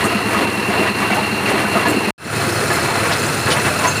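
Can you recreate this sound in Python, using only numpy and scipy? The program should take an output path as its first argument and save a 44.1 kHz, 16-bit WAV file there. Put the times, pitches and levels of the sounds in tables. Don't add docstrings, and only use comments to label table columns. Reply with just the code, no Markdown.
import sys
import numpy as np
from scipy import signal
from scipy.fft import rfft, irfft
from scipy.io import wavfile
from scipy.ndimage import uniform_filter1d

SR = 44100
rng = np.random.default_rng(int(sys.argv[2]) if len(sys.argv) > 2 else 0)


def int16_out(signal):
    q = np.round(np.clip(np.atleast_2d(signal).T, -1, 1) * 32767)
    wavfile.write(sys.argv[1], SR, q.astype(np.int16))


N = 176400

HEAD, PIT = 0, 1


def undb(db):
    return 10 ** (np.asarray(db) / 20)


def level(x, db=0):
    return x * undb(db) / (np.std(x) + 1e-12)


def clock():
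    return np.arange(N) / SR


def walk(rate_hz):
    hold = int(SR / rate_hz)
    steps = np.repeat(rng.standard_normal(N // hold + 1), hold)
    return level(uniform_filter1d(uniform_filter1d(steps, hold), hold)[:N])


def band(x, hz, width_hz):
    return signal.lfilter(*signal.iirpeak(min(hz, .45 * SR), hz / width_hz, fs=SR), x)


def steep(x, hz, width_hz):
    stage_hz = 1.77 * width_hz
    return level(band(band(x, hz, stage_hz), hz, stage_hz))


def colour(x, points):
    hz, db = np.array(points, float).T
    bin_hz = np.arange(N // 2 + 1) * SR / N
    cepstrum = irfft(np.log(undb(np.interp(np.log(bin_hz + 1), np.log(hz), db))))
    cepstrum[1:N // 2] *= 2
    cepstrum[N // 2 + 1:] = 0
    return irfft(rfft(x) * np.exp(rfft(cepstrum)))


def clicks(per_s, spread_db):
    hits = (rng.random(N) < per_s / SR) * np.sign(rng.standard_normal(N))
    return hits * undb(spread_db * np.clip(rng.standard_normal(N), -2, 2))


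def smear(x, decay_s):
    power = signal.lfilter([1], [1, -np.exp(-1 / (decay_s * SR))], x ** 2 + 1e-18)
    return level(np.sqrt(power) * rng.standard_normal(N))


def burst(start, length, attack_s, decay_s):
    t = clock() - start
    return np.clip(t / attack_s, 0, 1) * np.exp(-np.maximum(t - length, 0) / decay_s)


def pings(per_s, low_hz, high_hz, cycles, glide=0):
    out, t = np.zeros(N + SR), clock()[:SR // 12]
    for when, pitch, size in rng.random((int(per_s * N / SR), 3)):
        age = t * low_hz * (high_hz / low_hz) ** pitch / cycles
        phase = 2 * np.pi * cycles * age * (1 + glide * age / 4)
        start = int(when * N)
        out[start:start + len(t)] += size ** 3 * np.exp(-age) * np.sin(phase)
    return level(out[:N])


def pump(place, hum_hz=87, hum_db=(-39.5, -36.5)):
    return level(np.sin(2 * np.pi * hum_hz * clock() + .15 * walk(5.3)), hum_db[place])


def water(bubble_db=-35.5, splash_db=-35, spray_db=-37):
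    bubbles = pings(per_s=240, low_hz=595, high_hz=4020, cycles=9.1, glide=.216)
    spray = pings(per_s=500, low_hz=4480, high_hz=10950, cycles=18, glide=.03)
    splash = band(smear(clicks(1100, spread_db=0), decay_s=.0013), hz=6900, width_hz=6000)
    flicker = undb(.85 * walk(11))
    return level(bubbles, bubble_db) + (level(splash, splash_db) + level(spray, spray_db)) * flicker


def churn(churn_db=-33.5, slosh_db=3):
    return steep(rng.standard_normal(N), hz=393, width_hz=79) * undb(churn_db + slosh_db * walk(14))


def glugs(glug_db=-20):
    # t/s, f/Hz
    pockets = [(2.47, 348), (2.612, 415), (2.69, 358), (2.755, 409), (2.815, 346), (3.485, 499)]
    return undb(glug_db) * sum(
        burst(start, .028, .013, .017) * np.sin(2 * np.pi * (hz * clock() + rng.random()))
        for start, hz in pockets)


def drive(place, whine_hz=(2735, 2667), tone_db=-3, flicker_db=3, wander_hz=10):
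    # f/Hz, width/Hz, level at the head/dB, level at the pit/dB
    housing_modes = [(2586, 56, -34, -35.5), (4196, 260, -33.5, -32.5), (1380, 124, -37.5, -32.5),
                     (5130, 130, -50, -42), (7230, 230, -56, -42.5)]
    # t/s, level/dB
    whine_curve = [(0, -26), (1.1, -26.5), (2.1, -27), (2.4, -39), (3.4, -32), (3.7, -29.5), (4, -28)]
    teeth = smear(clicks(400, spread_db=4.1), decay_s=.0069)
    housing = sum(undb(db[place]) * steep(teeth, hz, width) for hz, width, *db in housing_modes)
    tone = np.sin(2 * np.pi * whine_hz[place] * clock() + .9 * walk(60))
    tone = level(tone * undb(flicker_db * walk(50)), tone_db)
    load = undb(np.interp(clock(), *np.array(whine_curve).T))
    whine = level(tone + steep(teeth, whine_hz[place], width_hz=100)) * load
    drift = np.exp(2j * np.pi * np.cumsum(wander_hz * walk(12)) / SR)
    return np.real(signal.hilbert(housing + whine) * drift)


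def diesel(place, cycle_hz=(9.36, 9.1), thump_s=(.041, 2.356), exhaust_db=(-26.5, -32),
           block_db=(-21, -20.5), scatter_db=.4, gas_db=-11, flutter_db=1.18):
    cylinder_db = [(4.2, -22.5, -7, -7.5), (1, -13, -8, -10)]
    # f/Hz, width/Hz, gain at the head/dB, gain at the pit/dB
    exhaust_modes = [(119, 41, -21.5, -5), (207.5, 18.6, -3.5, -4.5), (254, 67, -16.5, -15),
                     (364, 48, -16, -18)]
    # multiple of the cycle rate, level at the head/dB, level at the pit/dB
    partials = [(10.96, -39.5, -40), (11.99, -35.5, -36.5), (16, -39, -36)]
    # f/Hz, gain at the head/dB, gain at the pit/dB
    block_eq = [(50, -28, -28), (111, -9.5, -0.5), (164, -11.5, -4.5), (363, -1.5, -7.5), (490, -6.5, -5),
                (568, -13.5, -9.5), (925, -7, -13.5), (1400, -13.5, -8.5), (1900, -9.5, -12),
                (3670, -24.5, -23.5), (8140, -29, -27.5), (9380, -22.5, -18.5), (11400, -30.5, -33),
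                (15500, -36.5, -34)]
    cycle = (clock() - thump_s[place]) * cycle_hz[place] + .003 * walk(5)
    firing = np.floor(4 * cycle).astype(int)
    phase = 4 * cycle - firing
    scatter = scatter_db * rng.standard_normal(256)[firing % 256]
    strength = undb(np.array(cylinder_db[place])[firing % 4] - scatter)
    pulses = level(np.diff(firing, prepend=firing[0]) * strength)
    gas = level(strength * np.exp(-phase / .16) * rng.standard_normal(N), gas_db)
    exhaust = sum(undb(db[place]) * steep(pulses + gas, hz, width) for hz, width, *db in exhaust_modes)
    drone = sum(level(np.sin(2 * np.pi * (multiple * cycle + rng.random()) + .36 * walk(5.85)), db[place])
                for multiple, *db in partials)
    accent = 1 + .2 * np.exp(-phase / .25)
    hiss = rng.standard_normal(N)
    ticks = level(smear(clicks(300, spread_db=2.3), decay_s=.0031), db=-3)
    block = colour(accent * (hiss + ticks), np.array(block_eq)[:, [0, 1 + place]])
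    flutter = undb(flutter_db * walk(25.37))
    return level(exhaust, exhaust_db[place]) + drone + level(block, block_db[place]) * flutter


def bumps(body_hz=320, width_hz=170):
    # t/s, level/dB
    shudders = [(0.409, -20), (0.778, -18.5), (1.51, -18.5), (1.876, -19.5), (1.935, -20), (3.48, -22)]
    envelope = sum(undb(db) * burst(start, .042, .0047, .012) for start, db in shudders)
    return steep(rng.standard_normal(N), body_hz, width_hz) * envelope


def scrapes(relative_width=.47):
    # t/s, length/s, centre f/Hz, level/dB
    rasps = [(0.038, 0.02, 8500, -31.5), (1.142, 0.016, 8500, -30), (1.88, 0.032, 9300, -30),
             (2.728, .035, 9400, -29), (3.117, 0.021, 3380, -21), (3.497, 0.036, 3700, -19)]
    grit = smear(clicks(1200, spread_db=2.7), decay_s=.0008)
    return sum(undb(db) * burst(start, length, .0041, .012) * steep(grit, hz, relative_width * hz)
               for start, length, hz, db in rasps)


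def squeaks(second_db=-4, waver_rad=.25, rough_db=2.5):
    # t/s, length/s, first f/Hz, second f/Hz, level/dB, decay/s
    slips = [(.039, .015, 8470, 7000, -29, .012), (1.88, .02, 7558, 8510, -32, 0.016),
             (3.509, 0.032, 3000, 9640, -21.5, .006), (3.873, .018, 6419, 7294, -21, .028)]
    t, out = clock(), 0
    for start, length, first_hz, second_hz, db, decay_s in slips:
        first, second = (
            level(np.sin(2 * np.pi * hz * t + waver_rad * walk(460)) * undb(rough_db * walk(300)))
            for hz in (first_hz, second_hz))
        out += undb(db) * burst(start, length, .0039, decay_s) * level(first + undb(second_db) * second)
    return out


def frame(force):
    # f/Hz, relative level/dB, t60/s
    modes = [(353, 1, 0.094), (444, -6, 0.075), (689, 5.5, 0.11), (763, -1, 0.14), (996, 1, 0.22),
             (1112, 2, 0.14), (1235, 5.5, 0.063), (1444, -2, 0.12), (1733, -3, 0.21), (1978, 10, 0.036),
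             (2256, 7.5, 0.024)]
    t = clock()[:SR // 4]
    ring = sum(undb(db) * np.sin(2 * np.pi * hz * t) * np.exp(-np.log(1000) * t / t60)
               for hz, db, t60 in modes)
    return signal.fftconvolve(force, ring)[:N]


def knocks(crack_db=-3, waver_rad=.2):
    # t/s, level/dB, clang f/Hz, clang level/dB
    blows = [(.33, -24, 1120, -27), (.375, -24, 810, -29), (0.862, -22, 1950, -27),
             (1.111, -23.5, 2295, -25.5), (1.482, -21, 2380, -33), (1.85, -20, 1710, -19),
             (2.702, -24, 1720, -21), (3.1, -21.5, 1700, -28), (3.462, -29, 1690, -24),
             (3.837, -17.5, 1000, -17)]
    force = sum(undb(db) * burst(start, .016, .0035, .011) for start, db, _, _ in blows)
    judder = steep(smear(clicks(1300, spread_db=3), decay_s=.0017), hz=1250, width_hz=1700)
    ring = frame(force * judder) / np.std(frame(judder))
    crack = force * level(judder, crack_db)
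    wobble = waver_rad * walk(120)
    clang = sum(
        undb(db) * burst(start, .02, .004, .0099) * level(np.sin(2 * np.pi * hz * clock() + wobble))
        for start, _, hz, db in blows)
    return ring + crack + clang


def rattle(body_db=-4.5, ring_db=-5, loose_db=-6, idle_db=-28):
    # f/Hz, gain/dB
    contact_eq = [(130, -29.5), (230, -4.5), (370, -1), (560, -2.5), (750, -3.5), (1100, -0.5), (2200, -8),
                  (3300, -11.5), (6000, -29), (10000, -22), (15000, -41)]
    # t/s, length/s, gain/dB
    bouts = [(-.03, 0.082, -18.5), (0.092, 0.12, -22), (0.294, 0.17, -21), (0.694, 0.2, -20.5),
             (0.983, 0.072, -21.5), (1.089, 0.11, -20.5), (1.459, 0.22, -20), (1.729, 0.095, -21.5),
             (1.83, 0.058, -22), (2.296, 0.12, -23.5), (2.69, 0.31, -21.5), (2.997, 0.13, -24),
             (3.458, 0.13, -19.5), (3.645, 0.095, -19.5), (3.78, 0.097, -21.5)]
    contacts = clicks(per_s=420, spread_db=4.5)
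    body = level(colour(smear(contacts, decay_s=.0031), contact_eq), body_db)
    ring = level(frame(contacts), ring_db)
    fittings = undb(loose_db) * pings(per_s=170, low_hz=598, high_hz=2410, cycles=20)
    power = sum((undb(db) * burst(start, length, attack_s=.014, decay_s=.026)) ** 2
                for start, length, db in bouts)
    return (body + ring + fittings) * np.sqrt(power + undb(idle_db) ** 2)


def rig(place):
    return diesel(place) + pump(place) + drive(place) + rattle()


def scene(cut_s=2.108, return_s=2.1794, fade_s=.23, fade_floor=.045,
          bass_hz=160, bass_start=.87, bass_swell_s=.56):
    t = clock()
    head = rig(HEAD) * np.clip((cut_s - t) / .00033, 0, 1)
    pit_t = t - return_s
    fade = (pit_t > 0) * (fade_floor + (1 - fade_floor) * np.clip(pit_t / fade_s, 0, 1) ** .98)
    pit = rig(PIT) + (water() + churn() + glugs()) * fade
    bass = signal.sosfiltfilt(signal.butter(4, bass_hz, fs=SR, output="sos"), pit)
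    swell = np.clip(bass_start + pit_t / bass_swell_s * (1 - bass_start), 0, 1)
    pit = (pit - bass * (1 - swell)) * fade
    return np.tile(head + pit + knocks() + bumps() + squeaks() + scrapes(), (2, 1))


def record(dry, low_cut_hz=50, ceiling=.8, top_hz=15500):
    thin = signal.sosfilt(signal.butter(2, low_cut_hz, "high", fs=SR, output="sos"), dry)
    rounded = thin / (1 + (thin / ceiling) ** 4) ** .25
    return signal.sosfilt(signal.ellip(12, .1, 80, top_hz, fs=SR, output="sos"), rounded)


dry = scene()
out = record(dry)
int16_out(out)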